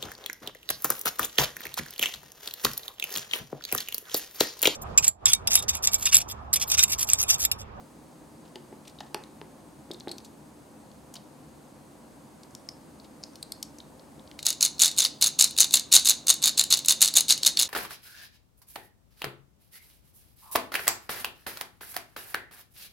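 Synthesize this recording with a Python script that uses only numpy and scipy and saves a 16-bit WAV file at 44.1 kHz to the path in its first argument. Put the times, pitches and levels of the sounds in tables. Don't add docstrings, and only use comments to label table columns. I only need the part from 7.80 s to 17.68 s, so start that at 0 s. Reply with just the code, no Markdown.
import sys
import numpy as np
from scipy import signal
from scipy.fft import rfft, irfft
from scipy.io import wavfile
from scipy.ndimage import uniform_filter1d

SR = 44100
rng = np.random.default_rng(int(sys.argv[2]) if len(sys.argv) > 2 else 0)


def wav_record(signal):
    frames = np.transpose(np.atleast_2d(signal))
    bounded = np.clip(frames, -1, 1)
    quanta = np.round(bounded * 32767).astype(np.int16)
    wavfile.write(sys.argv[1], SR, quanta)


def rack_gain(trim_db):
    fader = np.asarray(trim_db, float)
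    return 10 ** (fader / 20)


N = 435708
HIT = 2048
HIT_HZ = np.arange(HIT // 2 + 1) * SR / HIT

# center_hz [Hz], width_hz [Hz], level_db [dB]
SHELL_LOW = [(2905, 296, -12), (3700, 190, 0.5), (4246, 290, 1.5), (4717, 270, -3.5), (5307, 450, -7)]
SHELL_MID = [(6360, 262, 2), (7000, 120, 5), (7900, 460, -2.5)]
SHELL_HIGH = [(8840, 550, -9), (9980, 287, -0.5), (11463, 640, -9), (12370, 2000, -11.5), (13620, 840, -12),
              (15000, 1200, -20.5), (10500, 490, -11.5)]
# center_hz [Hz], width_hz [Hz], level_db [dB]
TABLE_TOP = [(680, 375, 5.5), (854, 620, 6), (1540, 1200, 2), (2195, 330, 5.5)]


def along(table, hz):
    points_hz, values = np.transpose(table)
    return np.interp(np.log(hz + 1), np.log(points_hz), values)


def modes(table, hz, detune=1):
    total = 0
    for k, (center_hz, width_hz, level_db) in enumerate(table):
        drive = 1j * hz * width_hz
        resonance = drive / ((center_hz * detune) ** 2 - hz ** 2 + drive)
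        total = total + (-1) ** k * rack_gain(level_db) * resonance
    return total


def contact(count, rise_s, fall_s, grit):
    t = np.arange(HIT) / SR
    noise = rng.standard_normal((count, 2, HIT))
    shape = (1 - np.exp(-t / rise_s)) ** 3 * np.exp(-t / fall_s)
    return rfft(shape * noise[:, 0] * np.exp(grit * noise[:, 1]))


def ring(push, response, peak_db):
    y = irfft(push * response, HIT)
    return y / np.abs(y).max(axis=1, keepdims=True) * rack_gain(peak_db)[:, None]


def place(at_s, hits):
    out = np.zeros(N + 2 * HIT)
    crest = uniform_filter1d(hits ** 2, size=40).argmax(axis=1)
    for start, hit in zip((at_s * SR).astype(int) - crest, hits):
        out[start:start + HIT] += hit
    return out[:N]


def air():
    # freq_hz [Hz], level_db [dB per Hz]
    hush_curve = [(15, -64), (25, -31), (70, -6), (114, -9.5), (145, 1), (185, -7.5), (223, 0.5),
                  (463, -10.5), (503, -12), (607, -9.5), (2160, -26.5), (4740, -32.5), (5730, -31.5),
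                  (9070, -27), (16000, -39.5)]
    # freq_hz [Hz], side_minus_mid_db [dB]
    side_curve = [(60, -12), (110, -8), (200, -14), (380, -6), (700, -6), (1290, -3.5), (2380, -2.5),
                  (4400, -6), (8120, -9.5), (15000, -6)]
    # center_hz [Hz], width_hz [Hz], level_db [dB]
    hum = [(74, 14, -74), (157, 6.6, -66), (211.5, 3.4, -64.5), (296, 15.4, -60.5), (516, 14.7, -66.5),
           (4540, 600, -73.5), (6500, 210, -76), (8080, 220, -76.5), (9400, 200, -83), (903, 140, -64.5),
           (12300, 64, -81)]
    hz = np.fft.rfftfreq(N, 1 / SR)
    hush = rack_gain(2 * along(hush_curve, hz))
    power = hush / hush.sum() * rack_gain(2 * -52.5)
    for center_hz, width_hz, level_db in hum:
        line = np.exp(-.5 * ((hz - center_hz) / width_hz) ** 2)
        power = power + line / line.sum() * rack_gain(2 * level_db)
    mid, side = rfft(rng.standard_normal((2, N))) * np.sqrt(power * len(hz))
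    side = side * rack_gain(along(side_curve, hz))
    return irfft(np.array([mid + side, mid - side]), N)


def taps():
    # at_s [s], peak_db [dB], ring_hz [Hz], crack_db [dB re ring]
    rubs = [
        (0.6535, -50, 3210, -45),
        (0.6794, -50, 4400, -47),
        (1.053, -47, 3560, -38),
        (1.0767, -39.5, 3470, -37),
        (1.097, -45, 4410, -44),
        (1.2344, -50, 3100, -48),
        (1.2644, -51, 3600, -49),
        (2.448, -38.5, 5050, -37),
        (3.3567, -33.5, 4270, -27),
        (5.248, -47, 3270, -48),
    ]
    # at_s [s], peak_db [dB], ring_hz [Hz], crack_db [dB re ring], contact_ms [ms]
    rings = [(1.188, -38, 3850, -37, 4), (2.1143, -26, 3970, -15, 2.1), (2.145, -38, 3770, -42, 2.8),
             (2.207, -35, 3970, -39, 1.6), (2.283, -29, 3950, -11, 2.2), (2.293, -32, 4100, -12, 4),
             (2.3153, -26.5, 4260, -5, 5), (2.4044, -46, 4440, -38, 1.7), (3.367, -35, 4230, -27, 4.4),
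             (4.8894, -22.5, 5000, -19, 1.6), (5.2, -43.5, 4400, -40, 2.7), (5.4313, -39, 5070, -34, 2.5),
             (5.438, -24.5, 5060, -29, 1.6), (5.5344, -49, 4950, -30, 1.5), (5.6281, -27, 4400, -1.5, 2.05),
             (5.721, -24.5, 4500, 1, 1.85), (6.0037, -35, 3900, -44, 2), (6.196, -44, 4180, -43, 2),
             (6.3957, -44, 3760, -48, 1.3), (6.476, -40.5, 4140, -40, 1.5)]
    # at_s [s], peak_db [dB], ring_hz [Hz], crack_db [dB re ring], contact_ms [ms]
    clicks = [(0.7574, -29, 3340, -38, 2.2), (1.0794, -38, 6340, -32, 2.1), (1.2055, -30, 3470, -35, 4.9),
              (1.3456, -18.5, 3600, -8, 1.4), (1.4384, -36, 3450, -48, 1.3), (1.615, -33.5, 3180, -18, 1.3),
              (2.135, -37, 6000, -20, 4.6), (2.2007, -37, 6000, -20, 2.2), (2.383, -31, 4870, -21, 2.2),
              (3.1164, -47, 4500, -46, 1.6), (3.3407, -32, 6500, -27, 2.7), (4.634, -37, 5360, -35, 2.1),
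              (4.7094, -48, 6550, -34, 1.7), (4.751, -26.5, 5100, -21, 1.14), (5.557, -32.5, 4700, -11, 3),
              (5.829, -20, 5600, -10, 2.5), (5.9858, -34.5, 5600, -32, 2.4), (6.514, -34, 3000, -30, 0.98),
              (6.5913, -31, 2500, -30, 1.2)]
    rows = [[*r, .28] for r in rings] + [[*r, .79] for r in clicks] + [[*r, 9, 1] for r in rubs]
    at_s, peak_db, ring_hz, crack_db, contact_ms, share = np.transpose(rows)
    fall_s = contact_ms[:, None] / 1000
    push = contact(len(at_s), rise_s=0.071 * fall_s, fall_s=fall_s, grit=0.46)
    dull = modes([(ring_hz[:, None], (share * ring_hz)[:, None], 0)], HIT_HZ) ** 2
    body = dull + rack_gain(-23) * modes(TABLE_TOP, HIT_HZ)
    shell = modes(SHELL_MID, HIT_HZ) + modes(SHELL_HIGH, HIT_HZ) + 1
    crack = shell * modes([(8600, 4200, 0)], HIT_HZ) ** 2
    tick = place(at_s, ring(push, body, peak_db) + ring(push, crack, peak_db + crack_db))
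    return tick * rack_gain(np.array([[.8], [-.8]]))


def thuds():
    # at_s [s], peak_db [dB], ring_hz [Hz], t60_s [s], overtones_db [dB]
    knocks = [
        (0.757, -34.5, 370, 0.044, -8),
        (0.926, -35.5, 368, 0.039, -12),
        (1.206, -29, 770, 0.022, -8),
        (1.345, -21.5, 366, 0.024, 1),
        (1.614, -32, 382, 0.03, -3),
        (2.106, -29.5, 354, 0.038, -26),
        (2.273, -24.5, 353, 0.031, -9),
        (3.359, -44, 287, 0.1, 6),
    ]
    at_s, peak_db, ring_hz, t60_s, over_db = np.transpose(knocks)[:, :, None]
    width_hz = np.log(1000) / np.pi / t60_s
    body = modes([(ring_hz, width_hz, 0),
                  (2.39 * ring_hz, 1.3 * width_hz, over_db),
                  (4.7 * ring_hz, 21.0 * width_hz, over_db - 12.5)], HIT_HZ)
    push = np.exp(-(HIT_HZ / 2500) ** 2 - 2j * np.pi * HIT_HZ * .001)
    return place(at_s[:, 0] + 0.00209, ring(push, body, peak_db[:, 0]))


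def room(x, count=4):
    # freq_hz [Hz], t60_s [s]
    decay = [(300, 0.36), (2000, 0.38), (5000, 0.34), (10000, 0.21), (16000, 0.046)]
    level_db, side_db = -14, -7.5
    size = SR // 2
    t = np.arange(size) / SR
    tails = np.zeros((count, 2, size))
    for hz in 250 * 2 ** np.arange(0, 6.1, .5):
        edges_hz = [hz / 2 ** .25, min(hz * 2 ** .25, .49 * SR)]
        band = signal.butter(2, edges_hz, "band", fs=SR, output="sos")
        noise = signal.sosfilt(band, rng.standard_normal(tails.shape))
        width = np.array([[1], [min(1, 2500 / hz) ** 0.37]])
        tails = tails + width * noise * rack_gain(-60 * t / along(decay, hz))
    tails = tails * np.clip(t / 0.0023, 0, 1) / np.sqrt(np.sum(tails[:, 0] ** 2) / count)
    position = np.arange(N) / SR * 25
    echoes = np.zeros((2, N))
    for k in range(count):
        share = np.clip(1 - abs((position - k) % count - 1), 0, 1)
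        echoes += signal.fftconvolve((x * share)[None], tails[k], axes=1)[:, :N]
    mid, side = echoes
    return rack_gain(level_db) * (mid + rack_gain(side_db) * side * np.array([[1], [-1]]))


def gears(count=14):
    # start_s [s], stop_s [s], blow_db [dB peak], first_blow_s [s], first_turn_ms [ms]
    strokes = [(6.653, 6.705, -15.5, 6.6676, 18), (6.8125, 6.863, -10, 6.8101, 20),
               (6.995, 7.068, -10, 7.0241, 11), (7.1656, 7.258, -12, 7.1854, 20),
               (7.413, 7.484, -8.5, 7.4248, 18.5), (7.5892, 7.652, -9, 7.5917, 16),
               (7.7782, 7.823, -8.5, 7.7866, 17.5), (7.9255, 7.978, -13, 7.942, 15),
               (8.1183, 8.17, -4, 8.127, 12), (8.2493, 8.316, -9.5, 8.258, 15),
               (8.4828, 8.516, -9, 8.4955, 12.5), (8.6203, 8.694, -8, 8.6406, 18),
               (8.7766, 8.817, -10, 8.7798, 16), (8.9055, 8.953, -6, 8.9262, 14.7),
               (9.086, 9.13, -8.5, 9.0945, 14), (9.2083, 9.261, -11.5, 9.2185, 9),
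               (9.2722, 9.292, -18, 9.2777, 8.5), (9.3557, 9.399, -7, 9.367, 16),
               (9.4837, 9.526, -11, 9.4995, 8), (9.658, 9.682, -9, 9.6684, 30),
               (9.7913, 9.84, -10, 9.7982, 16)]
    # [dB, upper rings re low]
    slams = [(6.6667, -8.5, 2), (6.8275, -10, 6), (7.0191, -12, 9.5), (7.1897, -11, 3.5), (7.4253, -6.5, 1),
             (7.611, -7, 6), (7.805, -7.5, 7.5), (7.9405, -5, 4.5), (8.1553, -11.5, 6.5),
             (8.2964, -10, 7.5), (8.5018, -7, 5.5), (8.6725, -12, -1), (8.7959, -5.5, -0.5),
             (8.9264, -5, 1), (9.085, -7, 6), (9.2272, -7, 5), (9.278, -11.5, 2), (9.3715, -3.5, 2.5),
             (9.5075, -3.5, -2.5), (9.6644, -8, 0), (9.7927, -9, -2)]
    # [dB, upper rings re low]
    strays = [(6.592, -26, -7.5), (6.6295, -26, -3), (6.7288, -21.5, -3), (6.983, -33.5, -5.5),
              (7.0804, -17, 3), (7.1147, -24.5, 1), (7.6775, -26, -5), (7.711, -28.5, -1),
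              (7.7667, -23, -4), (7.8449, -12.5, -1.5), (7.9095, -22.5, 1), (7.9968, -19.5, 2.5),
              (8.1965, -16, -2), (8.4703, -21, 6), (8.2275, -32, 0.5), (8.526, -19, -1.5),
              (8.5412, -25.5, 11), (8.839, -18, 1), (8.9729, -19.5, 3), (8.991, -18, -3),
              (7.2513, -7, -8.5), (9.0493, -23, -2), (9.0604, -28, 12), (9.3402, -17.5, -1),
              (9.4083, -15, 5.5), (9.578, -20, -5), (9.6192, -33, -12), (9.6332, -11, -4.5),
              (9.6502, -13, -4), (9.7734, -8, -11)]
    yield_s = 0.0023
    start_s, stop_s, stroke_db, first_s, turn_ms = np.transpose(strokes)[:, :, None]
    slam_s, _, grip_db = np.transpose(slams)[:, :, None]
    draw = rng.standard_normal((len(start_s), 5, count)).clip(-2, 1.5)

    turns_s = 1.07 ** np.arange(count // 2) * turn_ms / 1000
    blows_s = first_s + np.cumsum(turns_s, axis=1) - turns_s
    blow_db = stroke_db + 2 * draw[:, 1, ::2]

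    gaps_s = 0.0057 * np.exp(.3 * draw[:, 0])
    teeth_s = start_s + np.cumsum(gaps_s, axis=1) - gaps_s[:, :1]
    spin_up_db = -2.5 * np.exp(-(teeth_s - start_s) / 0.0049)
    tooth_db = stroke_db - 7 + 3.5 * draw[:, 2] + spin_up_db
    near_blow = np.exp(-((teeth_s[:, :, None] - blows_s[:, None]) / yield_s) ** 2)
    tooth_db = tooth_db - 10 * near_blow.sum(axis=2)

    at_s = np.hstack([blows_s, teeth_s])
    peak_db = np.hstack([blow_db, tooth_db])
    from_slam_s = at_s - slam_s
    peak_db = peak_db - 75 * abs(from_slam_s)
    peak_db = peak_db - 20 * np.exp(-(from_slam_s / yield_s) ** 2)
    peak_db = np.where(at_s <= stop_s, peak_db, -200)
    scatter_db = 4 * np.hstack([0.58 * draw[:, 3, ::2], draw[:, 4]])
    bright_db = 1 + .4 * grip_db + scatter_db
    flurry = [np.minimum(at_s, stop_s).ravel(), peak_db.ravel(), bright_db.ravel()]
    return np.hstack([flurry, np.transpose(slams), np.transpose(strays)])


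def clacks():
    at_s, peak_db, bright_db = gears()
    spot = rng.standard_normal((len(at_s), 5))
    detune = 1 + .035 * spot[:, :3]
    fall_s = 0.00097 * rack_gain(3.0 * spot[:, 3:4])
    push = contact(len(at_s), rise_s=.0014, fall_s=fall_s, grit=0.62)
    low = modes(SHELL_LOW, HIT_HZ, detune[:, :1])
    high = rack_gain(2.2 * spot[:, 4:]) * modes(SHELL_HIGH, HIT_HZ, detune[:, 2:])
    upper = modes(SHELL_MID, HIT_HZ, detune[:, 1:2]) + high
    hits = ring(push, low, peak_db - .8)
    hits = hits + ring(push, upper, peak_db + bright_db + 0.42)
    hits = hits + ring(push, modes(TABLE_TOP, HIT_HZ), peak_db - 25)
    return place(at_s, hits)


def tremble(clack):
    hold = np.exp(-1 / (0.0068 * SR))
    power = uniform_filter1d(clack ** 2, size=500).clip(0)
    shaken = np.sqrt(signal.lfilter([1 - hold], [1, -hold], power))
    draw = rng.random((2, N))
    tick_db = np.minimum(-3.0 * np.log(draw[1] + 1e-9), 9)
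    ticks = (draw[0] < 2500 / SR) * rack_gain(tick_db) * rng.standard_normal(N)
    hz = np.fft.rfftfreq(N, 1 / SR)
    body = modes(SHELL_LOW, hz) - rack_gain(-7) * modes(SHELL_MID, hz) - rack_gain(-5.5) * modes(SHELL_HIGH, hz)
    body = body + rack_gain(-16.5) * modes(TABLE_TOP, hz)
    steady_rms = irfft(rfft(ticks) * body, N).std()
    rattle = irfft(rfft(ticks * shaken) * body, N) / steady_rms * rack_gain(-7.5)
    return rattle * (np.arange(N) > SR)


def scene():
    clack = clacks()
    toy = clack + tremble(clack)
    hands, knocks = taps(), thuds()
    echoes = room(toy + hands.mean(axis=0) + rack_gain(9) * knocks)
    return toy + hands + knocks + echoes + air() * rack_gain(np.array([[.25], [-.25]]))


def top_cut(x):
    return signal.sosfilt(signal.butter(12, 16660, fs=SR, output="sos"), x)


def record(dry):
    rounded = dry / (1 + dry ** 8) ** (1 / 8)
    passed = np.fft.rfftfreq(N, 1 / SR) < 15850
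    mix = irfft(rfft(rounded) * passed, N)
    return top_cut(mix)


dry = scene()
out = record(dry)
wav_record(out)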